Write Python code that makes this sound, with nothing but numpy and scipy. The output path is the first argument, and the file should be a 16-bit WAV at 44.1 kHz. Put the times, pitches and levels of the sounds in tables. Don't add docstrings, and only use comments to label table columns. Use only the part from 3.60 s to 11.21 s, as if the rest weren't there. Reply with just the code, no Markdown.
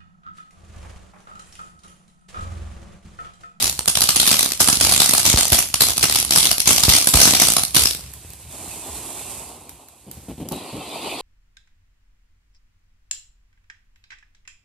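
import sys
import numpy as np
from scipy import signal
from scipy.fft import rfft, irfft, next_fast_len
from scipy.io import wavfile
from scipy.ndimage import uniform_filter1d, map_coordinates

SR = 44100
rng = np.random.default_rng(int(sys.argv[2]) if len(sys.argv) > 2 else 0)


def waveform_to_disk(signal):
    frames = np.transpose(np.atleast_2d(signal))
    scaled = np.clip(frames, -1, 1) * 32767
    samples = np.round(scaled).astype(np.int16)
    wavfile.write(sys.argv[1], SR, samples)


N = 335601

# (frequency [Hz], coherence [-1 to 1])
JET_COHERENCE = [(130, 0.99), (640, 0.9), (1400, 0.44), (3100, 1), (6800, -0.33), (15000, 0.093)]
CRACK_COHERENCE = [(60, 0.78), (150, 1), (380, 0.97), (950, 0.57), (2380, 0.15), (5980, -0.05),
                   (15000, -0.36)]
# (frequency [Hz], level [dB])
JET_BALANCE = [(100, 1), (700, 0.5), (1500, -1.5), (2500, -0.5), (4500, 3), (6000, 1), (8000, -8),
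               (14000, -4)]
CRACK_BALANCE = [(100, 0.5), (900, -0.5), (1400, 1.5), (2000, -1.5), (4500, 3.5), (6700, 1.5), (8000, -3.5),
                 (10500, -7), (14000, -0.5)]


def stars(burning, crack_db=9, echo_db=-10.5, echo_delay=.0156, ring_db=-3):
    # (time [s], relative level [dB])
    big_stars = [(.033, -19), (.0768, -20), (.1909, -17.5), (.2573, -24.5), (.2773, -9.5), (.2816, -7.5),
                 (.353, -12.5), (.3715, -12.5), (.4061, -17), (.4179, -10), (.4383, -13.5), (.4892, -5.5),
                 (.559, -9), (.599, -6), (.665, -12), (.6746, -7), (.7131, -5.5), (.792, -9),
                 (.8277, -14.5), (.9189, -14.5), (1.003, -7), (1.0081, -11.5), (1.0746, -10.5),
                 (1.085, -6.5), (1.128, -12), (1.21, -8), (1.2396, -15.5), (1.2925, -13.5), (1.3216, -8),
                 (1.3363, -12), (1.402, -4), (1.4929, -10), (1.5346, -5.5), (1.5795, -12), (1.6622, -8),
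                 (1.6993, -9), (1.7732, -12.5), (1.787, -12), (1.9199, -8), (1.929, -3), (1.9883, -6.5),
                 (2.1408, -10), (2.2071, -6.5), (2.2183, -8), (2.2849, -15), (2.304, -16.5), (2.369, -20),
                 (2.3786, -11.5), (2.4277, -8), (2.4387, -8), (2.5098, -20), (2.5563, -12), (2.7073, -9),
                 (2.7595, -2.5), (2.7835, -8), (2.854, -10), (2.8695, -17), (2.9131, -7.5), (2.9808, -18.5),
                 (3.0018, -11.5), (3.074, -4), (3.1121, -11), (3.2342, -3), (3.298, -10), (3.3505, -12),
                 (3.4714, -2), (3.538, -3.5), (3.6149, -1.5), (3.7483, -9.5), (3.7986, -6), (3.8185, -4),
                 (3.8843, -11), (3.9663, -8.5), (4.0346, -14.5), (4.1462, -13), (4.164, -4),
                 (4.2558, -10.5)]
    # (frequency [Hz], relative density [dB per Hz])
    crack_tone = [(88, -37), (150, -7), (252, -2.5), (515, -31), (714, 0), (900, -35.5), (1130, -6.5),
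                  (1670, -17), (2020, -6), (4290, 0.5), (7080, -1.5), (10600, 0.5), (13900, -6),
                  (15000, -9)]
    body_tone = [(50, -9), (120, 7.5), (300, 1.0), (500, -4.5), (750, 0.5), (1400, -2.5), (2500, -13.5)]
    body_db, body_spread_db = -8.5, 6
    crack, body = np.zeros(N), np.zeros(N)
    pops = big_stars + small_stars(burning)
    chances = rng.uniform(-1.19, 1, (len(pops), 4))
    for (s, db), (height, place, facing, weight) in zip(pops, chances):
        size = np.clip(amp((db + 12) / 4), .6, 1.2)
        bounce = size * (0.0018 + 0.00036 * height)
        low_db = body_db + body_spread_db * weight
        direct = (0, 0)
        echo = (echo_delay + 0.00062 * place, echo_db + 2 * facing)
        for delay, path_db in [direct, echo]:
            add(crack, s + delay, amp(db + path_db + crack_db) * burst(.0011 * size, bounce))
            add(body, s + delay, amp(db + path_db + low_db) * burst(0.0017 * size, bounce))
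    shocks = unit((rng.random((2, N)) < 2600 / SR) * np.sign(white()))
    ragged = patchy(shocks + amp(ring_db) * white(), depth_db=3, size=24)
    bright = crack * voiced(ragged, crack_tone, CRACK_COHERENCE, CRACK_BALANCE)
    low = body * voiced(white(), body_tone, CRACK_COHERENCE, CRACK_BALANCE)
    return bright + low


def small_stars(burning, count=220, mean_gap=.022, over_volley_db=3.5, spread_db=2):
    times = np.cumsum(mean_gap * rng.uniform(.55, 1.45, count))
    levels = 20 * np.log10(np.interp(times, np.arange(N) / SR, burning) + 1e-9)
    return list(zip(times, levels + over_volley_db + spread_db * rng.standard_normal(count)))


def burst(life, bounce):
    t = np.arange(SR // 50) / SR - .0006

    def shock(u):
        return np.exp(np.minimum(u / (life / 3), -u / life))

    return np.hypot(shock(t), 1.02 * shock(t - bounce))


def blaze(attack=0.0042, fade_db_per_s=125):
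    # (time [s], length [s], relative level [dB])
    volleys = [(-.03, 0.06, -18), (.279, .008, -30), (0.355, 0.18, -25.5), (0.553, .29, -20),
               (0.994, 0.014, -15.5), (1.06, 0.1, -21.5), (1.197, 0.17, -17.5), (1.385, .1, -17),
               (1.551, 0.046, -17), (1.641, 0.045, -13.5), (1.775, 0.018, -13.5), (1.86, 0.058, -24.5),
               (1.927, 0.058, -20), (2.195, 0.018, -19), (2.258, 0.017, -20), (2.408, 0.021, -19.5),
               (2.483, .13, -19.5), (2.707, 0.13, -18), (3.056, .11, -15), (3.28, 0.082, -13),
               (3.53, .17, -12), (3.75, 0.16, -17.5), (3.983, 0.034, -27), (4.14, 0.084, -17.5)]
    power = np.zeros(N)
    for s, length, db in volleys:
        power += (amp(db) * swell(s, length, attack, fade_db_per_s)) ** 2
    return np.sqrt(power)


def crackle(burning, level_db=-4, patchy_db=4.0, snaps_db=-1, snap_rate=200, snap_life=0.00054):
    # (frequency [Hz], relative density [dB per Hz])
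    fizz_tone = [(120, -33), (200, 0), (512, -5.5), (1380, -6.5), (1630, -10), (2090, -3), (2950, 1.5),
                 (3170, 2), (4980, 4.5), (7020, 2), (9720, 0.5), (13000, -3), (15000, -32)]
    snaps = grains(snap_rate, spread_db=5.5, life=snap_life)
    fizz = patchy(white(), patchy_db) + amp(snaps_db) * snaps
    return burning * amp(level_db) * voiced(fizz, fizz_tone, CRACK_COHERENCE, CRACK_BALANCE)


def grains(rate, spread_db, life):
    strengths_db = spread_db * np.minimum(rng.exponential(size=N), 2.5)
    sizes = (rng.random(N) < rate / SR) * amp(strengths_db)
    shape = np.exp(-np.arange(SR // 100) / SR / life)
    power = signal.fftconvolve(sizes ** 2, shape ** 2)[:N]
    return unit(np.sqrt(np.abs(power)) * white())


def sparks(level_db=0, sizzle_db=-17, sizzle_life=0.024):
    # (time [s], relative level [dB])
    stragglers = [(4.536, -21.5), (4.703, -27), (4.734, -26), (6.093, -21.5), (6.285, -31.5),
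                  (6.513, -21.5), (6.8872, -17), (6.921, -17.5)]
    thin_tone = [(500, -6.5), (3000, -8), (9000, -0.5), (14000, 5.5)]
    snaps, t = np.zeros(N), np.arange(SR // 8) / SR
    for s, db in stragglers:
        add(snaps, s, amp(db + level_db - 3) * burst(.0011, .001))
        add(snaps, s, amp(db + sizzle_db) * np.exp(-t / sizzle_life))
    return snaps * voiced(white(), thin_tone, CRACK_COHERENCE, CRACK_BALANCE)


def nozzle(roar, rush, hiss, roar_db=0, rush_db=0, hiss_db=2):
    # (frequency [Hz], relative density [dB per Hz])
    roar_tone = [(90, -16), (180, -8.5), (270, -1), (400, -3.5), (520, -7), (740, -2.5), (1050, -5),
                 (1350, -16.5), (1800, -37), (3000, -57)]
    rush_tone = [(1200, -56), (1900, -11), (2550, 1.5), (3100, -4), (4000, -0.5), (4800, -5), (5500, -20),
                 (7000, -30.5)]
    hiss_tone = [(4000, -18.5), (6200, -10), (7150, -6), (8400, -3), (9600, -7.5), (10600, -5.5),
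                 (12500, -11.5), (14500, -21.5)]
    flutter = 0.83 * wobble(28)
    roar_gain = roar * amp(roar_db + flutter + 2.5 * wobble(60))
    jet = roar_gain * voiced(white(), roar_tone, JET_COHERENCE, JET_BALANCE)
    streaks = patchy(white(), depth_db=3.0)
    jet += rush * amp(rush_db + flutter) * voiced(streaks, rush_tone, JET_COHERENCE, JET_BALANCE)
    grit = white() + amp(-4.0) * grains(rate=460, spread_db=2.5, life=0.00082)
    return jet + hiss * amp(hiss_db + flutter) * voiced(grit, hiss_tone, JET_COHERENCE, JET_BALANCE)


def jet_flow():
    # (time [s], length [s], attack [s], growth [dB/s],
    # then relative levels of roar [dB], rush [dB], hiss [dB], rumble [dB])
    burns = [(0, 4.83, .02, 0.5, -60, -58, -50, -45), (4.853, 0.92, 0.1, 1.5, -43, -47, -37, -46),
             (6.51, 0.17, 0.0087, 0, -56, -70, -53, -47.5), (6.91, 1, 0.005, 0, -37.5, -41.5, -44.5, -58),
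             (7.21, .4, 0.021, 19.5, -40.5, -42, -49, -68)]
    # (roar [dB/s], rush [dB/s], hiss [dB/s], rumble [dB/s])
    fades = [26.5, 45, 60, 41.7]
    # (roar [dB], rush [dB], hiss [dB], rumble [dB])
    smoulder = [-74, -61, -54, -58]
    power = np.outer(amp(smoulder) ** 2, np.ones(N))
    for s, length, attack, growth, *levels in burns:
        built_db = growth * np.clip(np.arange(N) / SR - s, 0, length)
        for band, (db, fade) in enumerate(zip(levels, fades)):
            power[band] += (amp(db + built_db) * swell(s, length, attack, fade)) ** 2
    return np.sqrt(power)


def sputter(puffs, level_db=-1.0, chug_hz=150, ragged=.4, breathy_db=-5):
    tone = [(50, -21), (110, -1), (200, 4.5), (300, 2.5), (450, -6.0), (800, -11), (1600, -34),
            (3000, -23.0), (6000, -48)]
    cycles = np.cumsum(chug_hz * np.exp(ragged * wobble(120))) / SR
    ticks = np.diff(np.floor(cycles), prepend=0)
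    chugs = unit(ticks * amp(3.3 * wobble(74)))
    cough = chugs * [[1], [0]] + amp(breathy_db) * white()
    return puffs * amp(level_db) * voiced(cough, tone, JET_COHERENCE, JET_BALANCE)


def puffing(attack=.0012, fade_db_per_s=480):
    # (time [s], relative level [dB], length [s])
    coughs = [(6.464, -40, 0.063), (6.567, -40, 0.0087), (6.628, -47, 0.011), (6.684, -31.5, 0.033),
              (6.776, -35, 0.0072), (6.798, -30.5, 0.034), (6.848, -36.5, 0.046), (6.913, -29, 0.049),
              (7.126, -30, 0.02), (7.16, -30, 0.016)]
    return sum(amp(db) * swell(s, length, attack, fade_db_per_s) for s, db, length in coughs)


def tube(rumble, burning, puffs, volley_db=-19, puff_db=-12):
    # (frequency [Hz], relative density [dB per Hz])
    rumble_tone = [(20, -35), (40, -11), (65, 4.5), (100, -2.5), (160, -6), (300, -23.5), (800, -27.5)]
    # (time [s], relative level [dB], period [s])
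    blasts = [(1.741, -2.5, 0.017), (1.924, -6.5, 0.016), (2.141, -17, 0.011), (3.2822, -1.5, 0.015),
              (3.547, -1.5, 0.02), (3.59, -13, 0.021), (4.648, -31, 0.01), (5.078, -26, 0.014)]
    level = np.sqrt(rumble ** 2 + (amp(volley_db) * burning) ** 2 + (amp(puff_db) * puffs) ** 2)
    lumps = 2.5 * wobble(14)
    low = level * amp(lumps) * voiced(white(), rumble_tone, JET_COHERENCE, JET_BALANCE)
    t = np.arange(SR // 8) / SR
    for s, db, period in blasts:
        push = np.cos(2 * np.pi * t / period)
        envelope = np.exp(-t / (0.36 * period)) * (1 - np.exp(-t / 0.00008))
        add(low, s, amp(db) * push * envelope)
    return low


def street(x, wet_db=-9.5, count=4):
    # (frequency [Hz], time to fall 60 dB [s])
    decay = [(200, 0.35), (1400, 0.25), (4000, 0.26), (12000, 0.34)]
    wet_tone = [(150, -8.0), (1200, 2.5), (4000, 1.5), (9000, 1.0), (14000, -2.5)]
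    hz, t, z = signal.stft(rng.standard_normal((count, 2, SR // 2)), SR, nperseg=256)
    build = 1 - np.exp(-t / .008)
    fall = amp(-60 * t / along(decay, hz)[:, None])
    tails = signal.istft(z * build * fall, SR, nperseg=256)[1]
    turn = np.arange(N) // (SR // 14) % count
    wet = np.zeros((2, N))
    for k, tail in enumerate(tails):
        wet += signal.fftconvolve(x * (turn == k), tail / np.linalg.norm(tail[0]), axes=1)[:, :N]
    return amp(wet_db) * filtered(wet, lambda f: amp(along(wet_tone, f)))


def swell(s, length, attack, fade_db_per_s):
    t = np.maximum(np.arange(N) / SR - s, 0)
    return (1 - np.exp(-t / attack)) * amp(-fade_db_per_s * np.maximum(t - length, 0))


def patchy(pair, depth_db, size=5):
    z = signal.stft(pair, nperseg=1024)[2]
    field = uniform_filter1d(rng.standard_normal(z.shape[1:]), size=size, axis=0)
    field = uniform_filter1d(field, size=4, axis=1)
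    return signal.istft(z * amp(depth_db * unit(field)), nperseg=1024)[1][:, :N]


def voiced(pair, tone, coherence, balance):
    def mid_side(hz):
        angle = np.arccos(np.clip(along(coherence, hz), -1, 1)) / 2
        return amp(along(tone, hz)) * [np.cos(angle), np.sin(angle)]

    def left_right(hz):
        return amp(np.outer([.5, -.5], along(balance, hz)))

    mid, side = filtered(pair, mid_side)
    return unit(filtered(np.array([mid + side, mid - side]), left_right))


def white():
    return rng.standard_normal((2, N))


def wobble(rate):
    knots = rng.standard_normal(int(N * rate / SR) + 4)
    return map_coordinates(knots, [np.arange(N) * rate / SR])


def filtered(x, response):
    m = next_fast_len(N + SR // 2)
    return irfft(rfft(x, m) * response(np.fft.rfftfreq(m, 1 / SR)), m)[..., :N]


def add(track, s, sound):
    part = track[..., max(0, round(s * SR)):][..., :sound.shape[-1]]
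    part += sound[..., :part.shape[-1]]


def along(points, hz):
    f, v = np.transpose(points)
    return np.interp(np.log(hz + 1), np.log(f + 1), v)


def amp(db):
    return 10 ** (np.asarray(db) / 20)


def unit(x):
    return x / np.sqrt(np.mean(x ** 2) + 1e-20)


def scene():
    burning, puffs = blaze(), puffing()
    roar, rush, hiss, rumble = jet_flow()
    bursts = stars(burning) + sparks()
    fountain = crackle(burning) + nozzle(roar, rush, hiss)
    charge = tube(rumble, burning, puffs) + sputter(puffs)
    return bursts + street(bursts) + fountain + charge


def record(dry, top=0.65, hardness=5, low_hz=40, top_hz=14300):
    clipped = dry / (1 + np.abs(dry / top) ** hardness) ** (1 / hardness)
    thinned = signal.sosfilt(signal.butter(4, low_hz, "high", fs=SR, output="sos"), clipped)
    return filtered(thinned, lambda hz: 1 / (1 + (hz / top_hz) ** 120))


dry = scene()
out = record(dry)
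waveform_to_disk(out)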